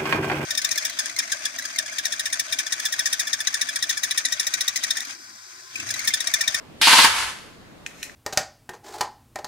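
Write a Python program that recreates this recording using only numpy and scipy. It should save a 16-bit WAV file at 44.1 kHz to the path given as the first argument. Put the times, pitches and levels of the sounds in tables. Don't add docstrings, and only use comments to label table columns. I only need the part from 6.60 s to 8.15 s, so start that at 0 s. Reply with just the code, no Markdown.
import sys
import numpy as np
from scipy import signal
from scipy.fft import rfft, irfft
from scipy.io import wavfile
from scipy.ndimage import uniform_filter1d

SR = 44100
rng = np.random.default_rng(int(sys.argv[2]) if len(sys.argv) > 2 else 0)


def put_to_file(sound):
    columns = np.atleast_2d(sound).T
    safe = np.clip(columns, -1, 1)
    whole_steps = np.round(safe * 32767)
    wavfile.write(sys.argv[1], SR, whole_steps.astype(np.int16))


N = 68355

# hz, level_db (relative)
AIR_COLOUR = [(20, -30), (60, 1.5), (100, -3), (252, -3), (440, -6), (632, -7.5), (835, -11.5), (1300, -12),
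              (2610, -17), (3760, -19), (15500, -38.5)]
# hz, likeness (-1 to 1)
AIR_LIKENESS = [(60, 0.59), (240, 0.26), (950, 0.19), (3770, -0.12), (15000, 0.4)]
# start_s, level_db
RUMBLE_LEVEL = [(.22, -62), (.4, -50.5), (.54, -49.5), (.66, -49), (.74, -65)]
# hz, t60_s
ROOM_DECAY = [(200, 0.12), (1000, 0.45), (4000, 0.42), (12000, 0.35)]
# hz, likeness (0 to 1)
GUN_LIKENESS = [(60, 0.49), (180, 0.96), (550, 0.93), (1300, 0.89), (2300, 0.59), (4970, 0.45),
                (15000, 0.035)]
# hz, left_minus_right_db
GUN_BALANCE = [(60, -2), (180, 2.5), (550, 1), (1650, -0.5), (4970, 1.5), (15000, 0.5)]
# start_s, level_db, brightness_db_per_octave, extra_top_db
CLICKS = [(.5505, -19, 16, -2), (0.787, -27, 0, -13), (1.263, -11, 0.5, -29), (1.274, -29, 9, -10),
          (1.3103, -31, -10, 0), (1.315, -33, -11, 0), (1.4218, -29, -21, 0), (1.428, -19, 11, 7),
          (1.4297, -13, 2.5, 15), (1.4325, -18.5, 8, 0), (1.4336, -24, -6.5, -9), (1.44, -24, 17, -6),
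          (1.496, -24, -10.5, -21), (1.501, -35, -27, -10)]
# hz, level_db (relative), t60_s
LEVER_MODES = [(1660, -10, .01), (1870, -4, .014), (2490, 0, .011), (2800, -14, .008), (4050, -7, .007),
               (5240, -19, .02), (5730, -17, .02), (7000, -17, .008), (9120, -27, .025), (11100, -24, .007)]
# (relative, per Hz)
SNAP_COLOUR = [(1300, -31.5), (1670, -2.5), (2550, -9.5), (3340, -13.5), (4600, -14.5), (5600, -8.5),
               (9060, -18), (9940, -36), (13400, -29), (15500, -64)]
# start_s, level_db
RUSTLE_LEVEL = [(1.265, -38), (1.275, -48.5), (1.33, -57.5), (1.4, -52), (1.43, -51.5), (1.436, -38),
                (1.49, -52), (1.55, -62)]
# (relative, per Hz)
RUB_COLOUR = [(1200, -26), (1750, -2), (1860, 6), (3390, -12), (6520, -1), (15500, -21)]
# hz, level_db (relative), t60_s
FRAME_MODES = [(179, -4, 0.152), (260, 1, 0.082), (291, 6.5, 0.031)]
# start_s, level_db, low_band_share (share of the fuller colour, 0 to 1)
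GEAR_TRAIN = [(0.211, -78, 0.1), (0.2145, -16.5, 0.9), (0.217, -14, 0.01), (0.264, -15, 0),
              (0.299, -13, 0.99), (.43, -14.5, 0.63), (0.459, -13.5, 1), (.49, -21.5, 1), (.52, -25.5, 1),
              (.575, -23, 1), (.625, -23.5, 1), (.66, -29, 1), (.7, -31.5, 1), (.75, -41, 1), (.87, -49, 1),
              (0.961, -58.5, 1)]
# (relative, per Hz)
BRIGHT_GEAR_COLOUR = [(88, -51), (150, -28), (404, -23), (562, -26), (913, -11), (1090, -17.5),
                      (1630, -4.5), (3160, -2), (4400, -1.5), (6740, -14.5), (9940, -13), (15500, -30)]
# (relative, per Hz)
FULL_GEAR_COLOUR = [(88, -63.5), (150, -37), (480, -21.5), (643, -14.5), (723, -10.5), (930, -4.5),
                    (1200, -6.5), (2810, -9.5), (11000, -21), (13600, -35.5), (15500, -38)]
# hz, level_db (relative), t60_s
SHELL_MODES = [(700, -11, .035), (800, -5, .04), (922, 3, .06), (1080, 0, .08), (1340, -2, .05),
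               (1600, -3, .05), (1770, -2, .05), (2250, -4, .04), (3110, -2, .04), (3460, -8, .03),
               (4550, -1, .045), (6400, -14, .02), (9000, -10, .03)]
# start_s, level_db (relative)
SLAMS = [(0.271, 1), (0.3286, 2), (0.3847, 2.5), (0.442, 2.5)]
# delay_s, level_db (relative to the slam)
BOUNCES = [(0, 4.5), (.0055, 1.5), (.011, -5.5), (.028, -14)]
# (relative, per Hz)
CRACK_COLOUR = [(350, -34.5), (600, -8.5), (966, 0.5), (2470, 2.5), (4150, -6), (4500, 1.5), (5670, -9),
                (9010, -8), (15500, -18)]

AIR_DB = -47
RUMBLE_HZ, RUMBLE_WIDTH_HZ = 73.6, 42
GUN_ECHO_DB, CLICK_ECHO_DB = -8.5, -13.5
GUN_SMEAR_S, CLICK_SMEAR_S = 0.0042, .0006
CLICK_DB, SNAP_DB, SCRAPE_DB = 1, -8.5, -6
SNAP_RISE_S, SNAP_T60_S = 0.00045, .009
TOP_HZ, LEVER_LOW_CUT_HZ = 12300, 1550
START_S, START_DB = .213, -6.5
THUD_DB, THUD_RISE_S = -20.5, 0.0019
TEETH_PER_S, TEETH_WANDER, TOOTH_DEPTH = 180, 0.238, 0.089
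GRAINS_PER_S, GRAIN_SPREAD_DB = 9000, 1
GEAR_RING_DB, GEAR_LOW_CUT_HZ = -9, 240
SLAM_DB, CRACK_DB = -7, -6
SLAM_RISE_S, CRACK_T60_S = 0.00089, 0.027
CEILING, EDGE_HZ = 1.0, 15690


def amp(db):
    return 10 ** (np.asarray(db) / 20)


def evened(x):
    return x / np.sqrt(np.mean(x ** 2) + 1e-20)


def unit_energy(x):
    return x / np.linalg.norm(x)


def read(points, hz):
    f, value = np.transpose(points)
    return np.interp(np.log(hz + 1), np.log(f + 1), value)


def add(mix, start_s, sound):
    part = mix[round(start_s * SR):][:len(sound)]
    part += sound[:len(part)]


def high(x, hz):
    return signal.sosfilt(signal.butter(4, hz, "high", fs=SR, output="sos"), x)


def colour(x, table):
    hz = abs(np.fft.fftfreq(4096, 1 / SR))
    log_gain = np.log(amp(np.maximum(read(table, hz), -90)))
    response = np.exp(np.conj(signal.hilbert(log_gain)))
    taps = np.fft.ifft(response).real[:2048]
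    return signal.oaconvolve(x, unit_energy(taps))[:len(x)]


def ring(modes, detune, vary_db):
    t = np.arange(5000) / SR
    draws = rng.uniform(-1, 1, (len(modes), 2))
    x = np.zeros(len(t))
    for (hz, db, t60), (pitch_draw, level_draw) in zip(modes, draws):
        decay = amp(db + vary_db * level_draw - 60 * t / t60)
        x += decay * np.sin(2 * np.pi * hz * (1 + detune * pitch_draw) * t)
    return x / abs(x).max()


def air():
    frames, hz = N // 256 + 5, np.fft.rfftfreq(1024, 1 / SR)
    a, b, c, d, patches = rng.standard_normal((frames, 513, 5)).T
    patches = uniform_filter1d(patches, 12, 0)
    patches = evened(uniform_filter1d(patches, 14, 1))
    same = np.clip(read(AIR_LIKENESS, hz), -1, 1)[:, None]
    left = a + 1j * b
    right = same * left + np.sqrt(1 - same ** 2) * (c + 1j * d)
    spectra = np.array([left, right]) * amp(read(AIR_COLOUR, hz)[:, None] + 1.2 * patches)
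    tone = signal.istft(spectra, nperseg=1024, noverlap=768)[1][:, :N]
    return amp(AIR_DB) * evened(tone)


def rumble():
    hz, (s, db) = np.fft.rfftfreq(N, 1 / SR), np.transpose(RUMBLE_LEVEL)
    shared, split = rng.standard_normal((2, N))
    noise = rfft([shared + .5 * split, shared - .5 * split])
    band = irfft(noise * np.exp(-((hz - RUMBLE_HZ) / RUMBLE_WIDTH_HZ) ** 2), N)
    return evened(band) * amp(np.interp(np.arange(N) / SR, s, db, -120, -120))


def room(x):
    taps = np.zeros((2, SR // 2))
    slots = np.arange(160, SR // 2 - 20, 20)
    at = slots + rng.integers(0, 20, (2, len(slots)))
    np.put_along_axis(taps, at, rng.choice([-1., 1.], at.shape), 1)
    hz, t, spectra = signal.stft(taps, SR, nperseg=256)
    decay = amp(-60 * t / read(ROOM_DECAY, hz)[:, None])
    tail = signal.istft(spectra * decay, SR, nperseg=256)[1]
    return signal.fftconvolve(x[None], tail / np.linalg.norm(tail[0]), axes=1)[:, :N]


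def ports(x, far, smear_s):
    hz = np.fft.rfftfreq(N, 1 / SR)
    same = np.clip(read(GUN_LIKENESS, hz), 0, 1)
    wander = evened(uniform_filter1d(rng.standard_normal(len(hz)), 60))
    delay_s = smear_s * abs(wander)
    smeared = rfft(far) * np.exp(-2j * np.pi * np.cumsum(delay_s) * hz[1])
    mid = np.sqrt((1 + same) / 2) * rfft(x)
    side = np.sqrt((1 - same) / 2) * smeared
    tilt = amp(read(GUN_BALANCE, hz) / 2)
    return irfft(np.array([(mid + side) * tilt, (mid - side) / tilt]), N)


def rustle():
    s, db = np.transpose(RUSTLE_LEVEL)
    size = amp(1.1 * np.minimum(rng.exponential(1, N), 4))
    grit = evened(rng.standard_normal(N) * size)
    grit = grit * amp(np.interp(np.arange(N) / SR, s, db, -120))
    modes = np.diff(ring(LEVER_MODES, 0, 0))
    rung = signal.oaconvolve(grit, unit_energy(modes))[:N]
    return colour(grit, RUB_COLOUR) + amp(SCRAPE_DB) * rung


def lever():
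    out, t = np.zeros(N), np.arange(1500) / SR
    for s, db, bright_db, top_db in CLICKS:
        tilted = [(hz, level + bright_db * np.log2(hz / 2000) + top_db * (hz > TOP_HZ))
                  for hz, level in SNAP_COLOUR]
        snap = colour(rng.standard_normal(len(t)) * amp(-60 * t / SNAP_T60_S), tilted)
        modes = [(hz, level + bright_db * np.log2(hz / 2000), t60) for hz, level, t60 in LEVER_MODES]
        click = ring(modes, .006, 1.5)[:len(t)]
        click = click + amp(SNAP_DB) * snap / abs(snap).max()
        add(out, s, amp(db + CLICK_DB) * click * np.minimum(t / SNAP_RISE_S, 1))
    return high(out + rustle(), LEVER_LOW_CUT_HZ)


def thuds():
    out = np.zeros(N)
    for s, db in [(START_S, START_DB)] + list(SLAMS):
        thud = ring(FRAME_MODES, 0.007, 0.72)
        rise = np.minimum(np.arange(len(thud)) / SR / THUD_RISE_S, 1)
        add(out, s, amp(db + THUD_DB) * thud * rise)
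    return high(out, 124)


def gears():
    t, (s, db, low_share) = np.arange(N) / SR, np.transpose(GEAR_TRAIN)
    low_share = np.clip(np.interp(t, s, low_share), 0, 1)
    wander = evened(uniform_filter1d(rng.standard_normal(N), 900))
    tooth = np.cos(2 * np.pi * np.cumsum(TEETH_PER_S * (1 + TEETH_WANDER * wander)) / SR)
    size = amp(GRAIN_SPREAD_DB * np.minimum(rng.exponential(1, N), 5)) * rng.choice([-1., 1.], N)
    struck = rng.random(N) < GRAINS_PER_S / SR
    clicks = evened(size * struck * (1 + TOOTH_DEPTH * tooth))
    clicks = clicks * amp(np.interp(t, s, db, -120, -120))
    modes = ring(SHELL_MODES, 0.0038, 1.4)
    bright, full = clicks * np.sqrt(1 - low_share), clicks * np.sqrt(low_share)
    rung = amp(GEAR_RING_DB) * signal.oaconvolve(full, unit_energy(modes))[:N]
    rattle = colour(bright, BRIGHT_GEAR_COLOUR) + colour(full, FULL_GEAR_COLOUR) + rung
    return high(rattle, GEAR_LOW_CUT_HZ)


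def piston():
    out, t = np.zeros(N), np.arange(3000) / SR
    rise = 1 - np.exp(-t / SLAM_RISE_S)
    for s, db in SLAMS:
        for delay_s, bounce_db in BOUNCES:
            body = rise * ring(SHELL_MODES, .005, 2.5)[:len(t)]
            burst = rng.standard_normal(len(t)) * rise * amp(-60 * t / CRACK_T60_S)
            crack = colour(burst, CRACK_COLOUR)
            at = s + delay_s * rng.uniform(.98, 1.02)
            add(out, at, amp(db + bounce_db + SLAM_DB) * (body + amp(CRACK_DB) * crack))
    return high(out, 610)


def scene():
    near, far = gears(), gears()
    slams, thumb, knocks = piston(), lever(), thuds()
    echo = room(amp(GUN_ECHO_DB) * (near + slams) + amp(CLICK_ECHO_DB) * thumb)
    gun = ports(near + slams + knocks, far + slams + knocks, GUN_SMEAR_S)
    clicks = ports(thumb, thumb, CLICK_SMEAR_S)
    return gun + clicks + echo + rumble() + air()


def record(dry):
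    held = np.clip(dry, -CEILING, CEILING)
    low_pass = signal.firwin(1023, EDGE_HZ, window=("kaiser", 9), fs=SR)
    return signal.oaconvolve(held, low_pass[None], "same")


dry = scene()
out = record(dry)
put_to_file(out)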